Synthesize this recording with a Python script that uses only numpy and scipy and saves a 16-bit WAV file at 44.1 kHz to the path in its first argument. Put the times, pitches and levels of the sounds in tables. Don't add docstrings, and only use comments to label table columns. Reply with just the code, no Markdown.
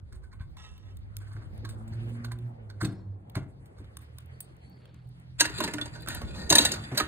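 import sys
import numpy as np
from scipy import signal
from scipy.fft import rfft, irfft, next_fast_len
from scipy.io import wavfile
from scipy.ndimage import uniform_filter1d

SR = 44100
rng = np.random.default_rng(int(sys.argv[2]) if len(sys.argv) > 2 else 0)


def to_wav(sig):
    pcm = np.clip(np.atleast_2d(sig), -1, 1) * 32767
    pcm = np.round(pcm).astype(np.int16)
    wavfile.write(sys.argv[1], SR, pcm.T)


def nominal_scale(level):
    x = np.asarray(level, float) / 20
    return 10 ** x


N = 311787

# start_s, level_db
DRAGS = [
    [(0.565, -54), (0.64, -54), (0.74, -62.5), (0.8, -69), (0.9, -68)],
    [(5.383, -47), (5.403, -35), (5.441, -54.5), (5.58, -45.5), (5.685, -45.5), (5.78, -58), (5.885, -60.5)],
    [(6.06, -61), (6.095, -41), (6.17, -48), (6.24, -63), (6.36, -55.5), (6.47, -48), (6.561, -32),
     (6.76, -52), (7.07, -63.5)],
]
# pitch_hz, width_hz, level_db
BENDING_MODES = [(114, 17.2, 4), (212, 76, -2.5), (303.7, 15.7, 0.5), (400, 67, -3.5)]


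def rms_one(x):
    return x / np.sqrt(np.mean(x ** 2) + 1e-20)


def in_time(rows):
    s, *columns = np.transpose(rows)
    t = np.arange(N) / SR
    gate = np.clip(np.minimum(t - s[0], s[-1] + .03 - t) / .012, 0, 1)
    return [np.interp(t, s, c) for c in columns] + [gate]


def at_hz(points, hz):
    return np.interp(np.log(hz), np.log(np.array(points)[:, 0]), np.array(points)[:, 1])


def band(x, low_hz, high_hz):
    edges = [low_hz, min(high_hz, .45 * SR)]
    return signal.sosfilt(signal.butter(2, edges, "band", fs=SR, output="sos"), x)


def drift(rate_hz):
    r = np.exp(-80 * np.pi * rate_hz / SR)
    slow = signal.lfilter([1], [1, -2 * r, r * r], rng.standard_normal(N // 40 + 2002))[2000:]
    return np.interp(np.arange(N) / 40, np.arange(len(slow)), rms_one(slow))


def resonate(x, hz, width_hz):
    r = np.exp(-np.pi * width_hz / SR)
    gain = (1 - r * r) / 2
    return signal.lfilter([gain, 0, -gain], [1, -2 * r * np.cos(2 * np.pi * hz / SR), r * r], x + 1e-18)


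def grit(per_s, uneven_db):
    sizes = nominal_scale(uneven_db * np.minimum(rng.exponential(1, N), 4)) * rng.choice([-1, 1], N)
    return rms_one(sizes * (rng.random(N) < per_s / SR))


def first_contact(grains, s, size):
    out = grains.copy()
    out[np.round(s * SR).astype(int)] = size
    return out


def strokes(s, db, t60, rise):
    out, t = np.zeros(N + SR), np.arange(-(SR // 40), SR // 3) / SR
    for s0, level, decay, up in zip(s, nominal_scale(db), np.maximum(t60, .004), np.maximum(rise, 5e-5)):
        swell_db = 20 * t / up - 30 * (40 * t) ** 4
        decay_db = -60 * np.abs(t / decay) ** 1.114
        out[round(s0 * SR) - SR // 40:][:len(t)] += level * nominal_scale(np.where(t < 0, swell_db, decay_db))
    return out[:N]


def body(force, s, modes, grains, spread_db, broad_db, low_hz, high_hz):
    touch = np.searchsorted(np.array(s) * SR, np.arange(N)) - 1
    spot = nominal_scale(min(spread_db, 5) * rng.uniform(-1, 1, (len(s), len(modes))))
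    chosen = [(k, m) for k, m in enumerate(modes) if low_hz <= m[0] < high_hz]
    push = force * grains
    rings = sum((-1) ** k * nominal_scale(db) * resonate(push * spot[touch, k], hz, w) for k, (hz, w, db) in chosen)
    ring_rms = np.std(sum(nominal_scale(db) * resonate(grains[:SR], hz, w) for k, (hz, w, db) in chosen))
    crunch = band(push, low_hz, high_hz) / np.std(band(grains[:SR], low_hz, high_hz))
    return rings / ring_rms + nominal_scale(broad_db) * crunch


def grip_tones(force, s, grip_hz, cycles):
    out = np.zeros(N + SR)
    at = np.round(np.append(s, s[-1] + 0.03) * SR).astype(int) - 200
    for i, j, hz in zip(at, at[1:], grip_hz):
        push = np.zeros(SR // 4)
        push[:min(j - i, len(push))] = force[i:j][:len(push)]
        out[i:i + len(push)] += resonate(push, hz, hz / cycles) * np.sqrt(cycles * SR / hz)
    return out[:N]


def ports(x, pan_db=0):
    turns = np.minimum(np.arange(N // 2 + 1) * SR / N * .00011, 1.2)
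    late = irfft(rfft(x) * np.exp(-2j * np.pi * turns), N)
    return np.array([late * nominal_scale(pan_db / 2), x * nominal_scale(-pan_db / 2)])


def plate():
    # start_s, knock_db, clink_db, boom_db, ring_hz
    set_down = [(5.399, -42, -19.5, -52, 2780), (5.406, -37, -10, -21.5, 6150),
                (5.408, -11, -34, -28, 1590), (5.452, -20.5, -29, -39, 1720), (5.456, -50, -32, -54, 3870),
                (5.496, -46, -41, -28, 1850), (5.584, -62, -34, -28, 9100),
                (5.604, -19.5, -28.5, -19.5, 1050), (5.638, -22, -27.5, -20.5, 850),
                (5.645, -62, -35, -60, 8200), (5.677, -23.5, -37, -27, 2000),
                (5.737, -26, -28.5, -27, 1870), (5.784, -24.5, -48, -37, 1665),
                (5.813, -26.5, -35.5, -31.5, 3470), (5.857, -32, -41.5, -42, 8650),
                (5.953, -41, -52, -48, 1500), (6.074, -28.5, -39, -31, 1440),
                (6.101, -36.5, -42.5, -51, 1430), (6.147, -35, -42, -42, 7200),
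                (6.214, -40, -56, -28, 1130), (6.357, -42, -49.5, -55, 935)]
    # start_s, knock_db, clink_db, boom_db, ring_hz
    let_go = [(6.495, -50, -26, -50, 6280), (6.502, -30, -11, -18, 6420), (6.51, -15, -60, -39, 630),
              (6.525, -10.5, -14.5, -21.5, 928), (6.528, -50, -26, -50, 8300),
              (6.553, -13, -8, -24.5, 9300), (6.556, -19, -46, -42, 1820), (6.584, -18.5, -9, -19.5, 3870),
              (6.609, -31.5, -24.5, -48.5, 930), (6.651, -15.5, -15, -45, 7200),
              (6.657, -43, -43, -48, 665), (6.664, -29.5, -47, -46.5, 1850), (6.718, -30.5, -22, -33, 7000),
              (6.737, -37, -35.5, -47.5, 1450), (6.916, -33.5, -80, -23, 400),
              (6.949, -35.5, -43.5, -48, 1880), (6.976, -22.5, -19, -47, 1590), (7, -13.5, -27, -21, 1246),
              (7.031, -42, -71, -45, 536)]
    # pitch_hz, width_hz, level_db
    plate_modes = [(600, 40, -6.5), (940, 27, -5.5), (1457, 26, -7.5), (1712, 43, -6), (1831, 37, -9),
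                   (2758, 51, 2), (3200, 17, -18), (3716, 66, 5.5), (3870, 190, 4), (4500, 230, 5.5),
                   (6420, 80, -1), (7200, 110, -5), (8560, 22, -15), (9270, 220, -7)]
    # pitch_hz, width_hz, level_db
    slide_modes = [(1450, 30, 8), (1840, 35, 10), (2490, 80, 3), (3530, 90, 6), (4060, 120, 5),
                   (4680, 80, 7), (7200, 400, -4)]
    s, knock_db, clink_db, boom_db, grip_hz = np.transpose(set_down + let_go)
    jaw_from_hz = 2450
    jaw = grip_hz > jaw_from_hz
    t60 = 0.043 + 0.07 * np.clip(-46.5 - boom_db, 0, 25) * ~jaw
    rise = 0.04 * t60

    drag_db, gate = in_time(DRAGS[1] + DRAGS[2])
    slide_force = nominal_scale(drag_db + 5.2 * drift(21.0)) * gate
    slide = body(slide_force, s, slide_modes, grit(2500, 3.4), 5.7, -8, 490, 8100)

    sharp = first_contact(grit(12000, 1.0), s, 1.76)
    clink_force = strokes(s, clink_db + 0.12, t60, rise)
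    clink = body(clink_force, s, plate_modes, sharp, 5.5, -3, jaw_from_hz, 12700)
    jaw_force = strokes(s[jaw], clink_db[jaw] - 11.0, t60[jaw], rise[jaw])
    clink = clink + grip_tones(jaw_force * sharp, s[jaw], grip_hz[jaw], 52.5)

    dull = grit(7000, 0.68)
    knock_force = strokes(s, knock_db - 11.0, 1.14 * t60, 1.9 * rise)
    knock = body(knock_force, s, plate_modes, dull, 6.7, -5.0, 320, jaw_from_hz)
    flat_force = strokes(s[~jaw], knock_db[~jaw] - 13.0, t60[~jaw], rise[~jaw])
    knock = knock + grip_tones(flat_force * dull, s[~jaw], grip_hz[~jaw], 10.6)

    boom_force = strokes(s + 0.0049, boom_db - 4.5, 2.16 * t60, 4.9 * rise)
    boom = body(boom_force, s, BENDING_MODES, grit(9000, 2.74), 13.5, -5.0, 115, 580)
    floor_echo = nominal_scale(-9) * np.roll(band(clink + slide, 3470, 6000), round(0.002071 * SR))
    return floor_echo + ports(clink + slide, 0.54) + ports(knock, -7.0) + ports(boom, 0.27)


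def furnace():
    # start_s, clay_db, steel_db, ring_hz
    knocks = [(0.125, -44.5, -65, 8500), (0.569, -43.5, -61, 3820), (1.367, -43.5, -70, 4030),
              (1.65, -30.5, -50, 3770), (1.878, -51, -61, 7898), (2.09, -49.5, -62.5, 12600),
              (2.151, -48, -93, 3040), (2.247, -31.5, -48.5, 3900), (2.318, -32, -54, 8600),
              (2.701, -37.5, -62, 3700), (2.806, -36, -55, 8600), (2.814, -24, -49.5, 8150),
              (2.849, -31.5, -40, 4300), (3.355, -25, -48, 8550), (3.368, -37, -67, 3900),
              (3.658, -59, -56.5, 8300), (3.844, -53, -72, 3370)]
    # start_s, clay_db, steel_db, ring_hz
    ticks = [(0.779, -87, -45.5, 3050), (0.97, -82, -43, 7640), (1.168, -58, -29, 8800),
             (1.183, -70, -50, 8500), (1.578, -55, -56, 9650), (2.388, -73, -43.5, 3535),
             (3.298, -66, -40, 3540), (3.97, -35, -30.5, 9700), (4.185, -42, -38, 9600),
             (4.26, -80, -49.5, 9500), (4.408, -67, -29, 9900), (4.567, -82, -54, 6300),
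             (4.698, -83, -56, 13500), (4.762, -80, -70, 14300), (4.856, -50, -59, 3200),
             (4.944, -57, -62, 7000), (5.074, -83, -66, 13900), (5.09, -80, -54, 9500),
             (5.199, -72, -56, 8850), (6.009, -60, -49, 9500), (6.022, -65, -40, 9600),
             (6.062, -34, -54.5, 7400), (6.086, -23, -19.5, 9360), (6.149, -52, -27.5, 9900),
             (6.217, -28, -60, 8500), (6.586, -23, -16, 6400)]
    # start_s, clay_db, steel_db
    rubs = [(0.155, -53, -70.5), (0.238, -51.5, -74.5), (0.332, -48.5, -73), (0.41, -43, -73),
            (1.218, -47.5, -70.5), (1.282, -51.5, -75), (1.328, -48.5, -70), (1.426, -48.5, -77),
            (1.692, -45.5, -50.5), (1.938, -45, -71), (2.829, -43, -49), (2.92, -60, -72),
            (3.783, -50.5, -69.5), (4.015, -76, -53.5)]
    # pitch_hz, width_hz, level_db
    clay_modes = [(620, 90, -8), (1050, 200, -3), (1550, 200, 0), (2200, 250, -7), (4250, 400, -9)]
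    # pitch_hz, width_hz, level_db
    hinge_modes = [(3700, 220, -6), (4500, 120, -4), (8600, 60, -18), (11000, 110, -26)]
    # pitch_hz, width_hz, level_db
    scrape_modes = [(840, 40, -8), (1010, 15, 3), (1300, 30, -3), (1670, 35, -4), (1890, 25, -1),
                    (2300, 50, -10), (2690, 16, 2), (3050, 16, 2), (3450, 40, -5), (3820, 22, 3),
                    (4800, 30, -14), (5760, 70, -4), (6360, 80, -18), (6820, 80, -18)]
    rubs = [(*row, 8500) for row in rubs]
    kinds = [(knocks, 0.046, 0.007), (ticks, 0.011, 0.0014), (rubs, 0.1, 0.076)]
    touches = sorted((*row, t60, rise) for rows, t60, rise in kinds for row in rows)
    s, knock_db, tick_db, grip_hz, t60, rise = np.transpose(touches)

    dull = first_contact(grit(7000, 5.5), s, np.minimum(0.028 / rise, 5))
    knock_force = strokes(s, knock_db - 8.0, t60, rise)
    knock = body(knock_force, s, clay_modes, dull, 7.8, -15.0, 350, 5300)

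    sharp = first_contact(grit(13000, 6.4), s, np.minimum(0.0083 / rise, 7))
    push = strokes(s, tick_db + 1.5, 1.19 * t60, 0.079 * rise)
    tick = body(push, s, hinge_modes, sharp, 0.9, 0.12, 2000, 15000)
    tick = tick + nominal_scale(-4.5) * grip_tones(push * sharp, s, grip_hz, 7.2)

    drag_db, gate = in_time(DRAGS[0])
    scrape_force = nominal_scale(drag_db + 1.1 * drift(41)) * gate
    scrape = body(scrape_force, s, scrape_modes, grit(4900, 4.5), 0, -5, 440, 6700)

    touch = np.searchsorted(s * SR - 200, np.arange(N)) - 1
    steely = np.clip((tick_db - knock_db + 15.0) / 22, 0, 1)[touch]
    tick = tick * (1 - 0.85 * steely) + 0.38 * band(tick * steely, 10600, 20300)
    return ports(knock + scrape, -4.5) + ports(tick, -0.33)


def hinge_slaps():
    # start_s, ring_db, crack_db
    slaps = [
        (1.168, -54, -17),
        (3.969, -51, -31),
        (4.185, -58, -28),
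        (4.405, -27.5, -45),
        (5.407, -32, 1),
        (6.087, -49, -25),
        (6.557, -23, 6),
        (6.583, -36, -11),
    ]
    # pitch_hz, level_db, t60_s
    jaw_modes = [(8285, -13, 0.05), (9674, -12, 0.045), (10150, -8, 0.03), (10360, -16, 0.05),
                 (13240, -16, 0.033), (13410, -15, 0.055), (14580, 0, 0.011), (15180, -21, 0.05),
                 (15620, -3, 0.025)]
    s, ring_db, crack_db = np.transpose(slaps)
    at, out = np.round(s * SR).astype(int), np.zeros(N)
    out[at] = nominal_scale(crack_db + 2.0)
    out = band(out, 3200, 8900)
    for hz, db, t60 in jaw_modes:
        clicks = np.zeros(N)
        clicks[at] = nominal_scale(ring_db + db + 2 * rng.standard_normal(len(s)))
        r, w = nominal_scale(-60 / (t60 * SR)), 2 * np.pi * hz / SR
        out += signal.lfilter([0, np.sin(w)], [1, -2 * r * np.cos(w), r * r], clicks + 1e-18)
    return ports(out)


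def partials():
    # start_s, level_db, pitch_hz, t60_s
    free_modes = [(0.24, -52, 1516, 0.11), (0.33, -50.5, 1060, 0.096), (0.329, -53, 1500, 0.1),
                  (0.402, -54, 1055, 0.14), (0.407, -49, 1540, 0.12), (0.41, -65, 3520, 0.13),
                  (2.845, -36, 4370, 0.038), (2.846, -38, 3820, 0.039), (2.846, -40, 4850, 0.038),
                  (2.847, -52, 4540, 0.13), (2.847, -58, 4200, 0.3), (2.848, -36.5, 8400, 0.058),
                  (2.848, -45, 7800, 0.06), (2.848, -42, 2570, 0.062), (4.853, -57, 3250, 0.05),
                  (4.853, -64, 2710, 0.04), (5.403, -19, 7600, 0.053), (5.405, -21, 8253, 0.04),
                  (5.406, -25, 8470, 0.09), (5.407, -16, 9250, 0.044), (5.449, -36, 8560, 0.076),
                  (5.412, -14, 1640, 0.042), (5.452, -25, 1706, 0.08), (5.637, -38, 4600, 0.09),
                  (5.64, -34, 299.4, 0.24), (5.742, -29, 296.6, 0.4), (5.813, -22, 3480, 0.068),
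                  (6.216, -41, 1116, 0.05), (6.218, -33, 450, 0.08), (6.595, -23, 291, 0.15),
                  (5.86, -58, 8000, 0.06), (6.524, -28, 8360, 0.06), (6.527, -24, 6800, 0.05),
                  (6.554, -23, 8559, 0.098), (6.554, -30, 7316, 0.08), (6.554, -30, 3780, 0.06),
                  (6.585, -36, 8285, 0.057), (6.65, -32, 8300, 0.11), (6.668, -25, 3830, 0.05),
                  (6.717, -30, 7250, 0.043), (6.737, -34, 7070, 0.04), (6.512, -25, 152, 0.14),
                  (6.918, -34.5, 724, 0.055), (7.003, -28, 774, 0.057), (7.004, -23, 1233, 0.06),
                  (7.03, -31, 70, 0.18)]
    out, t = np.zeros((2, N + SR)), np.arange(SR // 4) / SR
    rise = np.minimum(t / 0.00083, 1)
    for s, db, hz, t60 in free_modes:
        on_plate = int(s > 5.3)
        tone = nominal_scale(db - 60 * t / t60) * rise * np.sin(2 * np.pi * hz * t)
        out[on_plate, round(s * SR):][:len(t)] += tone
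    return out[0, :N] + ports(out[1, :N])


def thuds():
    # start_s, level_db, pitch_hz, t60_s, rattle_db
    jolts = [(0.027, -30.5, 90, 0.086, -67), (0.111, -60, 370.7, 1, -78), (0.161, -31.5, 69.2, 0.16, -81),
             (0.405, -18.5, 85.5, 0.05, -62), (1.349, -29, 105.3, 0.56, -48),
             (1.912, -27.5, 104.8, 0.093, -50), (2.821, -20, 111.7, 0.19, -27.5),
             (2.848, -12, 133, 0.052, -38), (2.886, -38, 188, 0.65, -47), (3.363, -16, 112.2, 0.093, -26.5),
             (3.421, -20, 114, 0.071, -38), (3.794, -33.5, 91, 0.14, -46), (3.841, -33.5, 75, 0.1, -70),
             (6.225, -27.5, 110.6, 0.14, -65), (6.919, -26, 123, 0.37, -31.5)]
    s, db, hz, t60, rattle_db = np.transpose(jolts)
    swing, t = np.zeros(N + SR), np.arange(SR // 2) / SR
    rise = np.minimum(t / 0.0052, 1)
    for s0, level, pitch, decay in zip(s, nominal_scale(db), hz, t60):
        tone = nominal_scale(-60 * t / decay) * rise * np.sin(2 * np.pi * pitch * t)
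        swing[round(s0 * SR):][:len(t)] += level * tone
    force = strokes(s + 0.0084, rattle_db - 6.0, t60, 0.012 + 0 * s)
    rattle = body(force, s, BENDING_MODES, grit(9000, 0.46), 9.9, 1.0, 204, 472)
    return swing[:N] + ports(rattle, .6)


def rustles():
    # start_s, level_db
    rocking = [
        (2.85, -53),
        (2.9, -61),
        (3.0, -69),
        (3.12, -80.5),
    ]
    # start_s, level_db
    sleeve = [
        (4.45, -80),
        (4.65, -77.5),
        (4.86, -67.5),
        (5.0, -70.5),
        (5.15, -95),
    ]
    # pitch_hz, width_hz, level_db
    grit_modes = [(1050, 60, 5), (1650, 90, 0), (3700, 95, -18), (4300, 52, -1), (4900, 120, -9),
                  (5590, 60, -3)]
    rock_db, rock_gate = in_time(rocking)
    cloth_db, cloth_gate = in_time(sleeve)
    grains = grit(5000, 3.0)
    rock_force = nominal_scale(rock_db + 2.0 * drift(30)) * rock_gate
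    rock = body(rock_force, [0.0], grit_modes, grains, 0, -10.0, 801, 6000)
    cloth = rms_one(band(band(grains, 440, 4000), 440, 4400))
    return rock + nominal_scale(cloth_db + 3.0 * drift(25)) * cloth_gate * cloth


def workshop(x):
    t60_s, wall_cut_hz = 0.24, 7000
    size = next_fast_len(N + SR)
    hz = np.arange(size // 2 + 1) * SR / size
    lags = rng.uniform(.011, .04, (2, 6, 1))
    loss = nominal_scale(-60 * lags / t60_s * (0.5 + hz / wall_cut_hz))
    loop = loss * np.exp(-2j * np.pi * hz * lags)
    return irfft(rfft(x, size) * np.sum(loop / (1 - loop), axis=1), size)[:, :N]


def engine(rows, first, flutter_db, throb_db, middle_db):
    hz, level_db, loss_db, gate = in_time(rows)
    phase = 2 * np.pi * np.cumsum(hz * (1 + 0.0029 * drift(2.45))) / SR
    throb = throb_db * np.cos(2 * np.pi * (np.arange(N) / SR - 0.921) / 0.3684)
    out = 0
    for k in range(3):
        db = level_db - k * loss_db + middle_db * (k == 1) + throb * (-1) ** k + flutter_db * drift(12.3)
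        out = out + nominal_scale(db) * np.sin((first + k) * phase)
    return gate * np.sqrt(2) * out


def engines():
    # start_s, firing_hz, level_db, loss_db per higher multiple
    first_car = [
        (0.62, 92, -50.5, 21),
        (0.91, 97.9, -48, 27),
        (1.23, 103.5, -42, 41),
        (1.63, 108.9, -41.5, 12.5),
        (2.08, 117.5, -36.5, 8),
        (2.5, 121.7, -36, 14.5),
        (2.71, 105, -45, 18),
        (3.1, 101, -41, 19),
        (3.35, 95.3, -58, 21),
    ]
    # start_s, shaft_hz, level_db, loss_db per higher multiple
    second_car = [
        (3.75, 33.37, -57, 2),
        (4.29, 42.07, -47, 11.5),
        (4.45, 42.6, -60, 2),
        (5.05, 41.2, -61, -1),
        (5.48, 42.62, -53, 1.5),
        (6.1, 38.87, -61, -4),
    ]
    one = engine(first_car, 0.98, flutter_db=2.5, throb_db=3.5, middle_db=-2.0)
    two = engine(second_car, 2, flutter_db=3.5, throb_db=0.9, middle_db=8.0)
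    return (one + two) * nominal_scale([[-1.2], [1.2]])


def whine():
    # start_s, centre_hz, level_db
    tyres = [(4.3, 4530, -90), (4.33, 4500, -77), (4.42, 4550, -79), (4.57, 4200, -86), (4.64, 4300, -70.5),
             (4.74, 4620, -69), (4.86, 4350, -78.5), (5.07, 4440, -86), (5.12, 4440, -100)]
    width_hz = 350
    hz, level_db, gate = in_time(tyres)
    a, b = [rms_one(band(row, 10, width_hz / 2)) for row in rng.standard_normal((2, N))]
    phase = 2 * np.pi * np.cumsum(hz) / SR
    return gate * nominal_scale(level_db + 1.5 + 2.0 * drift(27.0)) * (a * np.cos(phase) + b * np.sin(phase))


def banded_noise(spectrum, patchy_db):
    # pitch_hz, likeness (-1 to 1)
    likeness = [(60, 1), (130, 1), (290, 0.94), (640, -0.54), (1410, -0.47), (3100, -0.89), (6820, 0.17),
                (15000, -0.55)]
    out, together, white = 0, drift(0.5), rng.standard_normal((2, 2, N))
    edges = np.geomspace(spectrum[0][0], spectrum[-1][0], 10)
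    for k, (low, high) in enumerate(zip(edges, edges[1:])):
        mid, side = band(white[k % 2], low, high)
        hz = np.sqrt(low * high)
        alike = np.clip(at_hz(likeness, hz), -1, 1)
        gain = nominal_scale(at_hz(spectrum, hz) + patchy_db * (1.17 * together + drift(8.3)))
        out = out + gain * (np.sqrt(1 + alike) * mid + np.sqrt(1 - alike) * side * [[1], [-1]])
    return rms_one(out)


def background(near):
    # start_s, peak_db, fade_s
    puffs = [(0.0, -50, 0.44), (0.44, -47, 0.35), (1.1, -48, 0.82), (1.6, -47.5, 0.35), (2.0, -62, 0.16),
             (2.85, -63, 0.086), (4.1, -73, 0.24), (5.568, -42.5, 0.089), (5.87, -54, 0.18),
             (6.26, -41.5, 0.18)]
    # start_s, rumble_db
    flame = [(0.0, -51.5), (0.55, -58.5), (1.1, -58.5), (2.01, -43), (2.85, -45.5), (3.09, -49),
             (3.5, -42.5), (4.17, -48), (5.36, -51.5), (5.6, -51.5), (6.06, -43), (6.7, -40.5), (7.07, -57)]
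    # pitch_hz, level_db per Hz
    rumble_spectrum = [(35, -64.5), (60, -3.5), (108, -2), (140, -4.5), (294, -14), (568, -13), (711, -17),
                       (1000, -37.5), (1300, -58.5), (2200, -120)]
    # pitch_hz, level_db per Hz
    hiss_spectrum = [(470, -56), (800, -17.5), (1460, 5), (1740, -1.5), (2870, -10), (4570, -14.5),
                     (5510, -52.5), (8770, -19.5), (10600, -14), (11600, -58), (13800, -12), (14700, -28),
                     (16000, -41)]
    t = np.arange(N) / SR
    gusts = nominal_scale(-63)
    for s, db, fade in puffs:
        gusts = gusts + nominal_scale(db) * np.exp(np.minimum((t - s) / 0.18, (s - t) / fade))
    shared, left, right = [rms_one(band(rng.standard_normal(N), 46.3, 102.7)) * nominal_scale(2.1 * drift(22))
                           for _ in range(3)]
    air = gusts * (0.22 * shared + 1.17 * np.array([left, right]))

    rumble_db, _ = in_time(flame)
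    r = nominal_scale(-2 * 60 / (0.65 * SR))
    linger = nominal_scale(-18.5) * np.sqrt(signal.lfilter([1 - r], [1, -r], band(near, 400, 6000) ** 2))
    hiss = nominal_scale(-63 + 0.056 * (rumble_db - rumble_db.mean())) + linger
    rumble = nominal_scale(rumble_db) * banded_noise(rumble_spectrum, patchy_db=3.5)
    return air + rumble + hiss * banded_noise(hiss_spectrum, patchy_db=3.5)


def scene():
    clatter = plate()
    near = furnace() + hinge_slaps() + thuds() + clatter
    room = workshop(near)
    echoes = nominal_scale(-16.0) * ports(room[0]) + nominal_scale(-21.0) * room
    return near + echoes + engines() + background(clatter[1]) + whine() + partials() + rustles()


def low_pass(x):
    return signal.sosfilt(signal.butter(12, 16990, fs=SR, output="sos"), x)


def record(dry):
    # channel (0 mid, 1 side), low_hz, high_hz, floor_db, jump_db
    dropped = [(0, 10690, 13270, -67, 5.5), (1, 7200, 10100, -85, -3.5), (1, 13700, 16430, -81, 3.5)]
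    # low_hz, high_hz, rarity (spreads of chance)
    patchy = [(2400, 2600, 1.6), (2900, 3100, 1.2), (3150, 3400, 0.9), (4600, 4850, 1.4), (4850, 5200, 0.0),
              (5200, 5550, -0.4), (5550, 5900, 0.0), (5900, 6250, 0.5)]
    ceiling = 0.95
    echo = np.roll(band(dry[0], 183, 800), round(0.00079 * SR))
    heard = dry + 0.19 * echo * np.array([[1], [0]])
    left, right = np.tanh(heard / ceiling) * ceiling * nominal_scale(-2.0)
    pair = np.array([left + right, left - right]) / 2

    for which, low_hz, high_hz, floor_db, jump_db in dropped:
        sos = signal.butter(3, [low_hz, high_hz], "band", fs=SR, output="sos")
        part = signal.sosfiltfilt(sos, pair[round(which)])
        now_db, around_db = [10 * np.log10(uniform_filter1d(part ** 2, size=n) + 1e-14) for n in (512, 2048)]
        threshold_db = np.maximum(floor_db, around_db + jump_db)
        kept = np.clip((now_db - threshold_db + 3.9 * drift(3.8)) / 3.9, 0, 1)
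        pair[round(which)] -= (1 - 1.4 * kept) * part

    top = band(pair[0], 5800, 10000) ** 2
    jump = uniform_filter1d(top, size=256) / (uniform_filter1d(top, size=2048) + 1e-14)
    calm = np.clip(2.5 - jump, 0, 1)
    for low_hz, high_hz, rarity in patchy:
        sos = signal.butter(5, [low_hz - 40, high_hz + 40], "band", fs=SR, output="sos")
        part = signal.sosfiltfilt(sos, pair[0])
        pair[0] -= calm * np.clip(12 * (drift(7) - rarity), 0, 1) * part

    stereo = np.array([pair[0] + pair[1], pair[0] - pair[1]])
    mix = signal.sosfilt(signal.cheby2(12, 75, 16800, fs=SR, output="sos"), stereo)
    return low_pass(mix)


dry = scene()
out = record(dry)
to_wav(out)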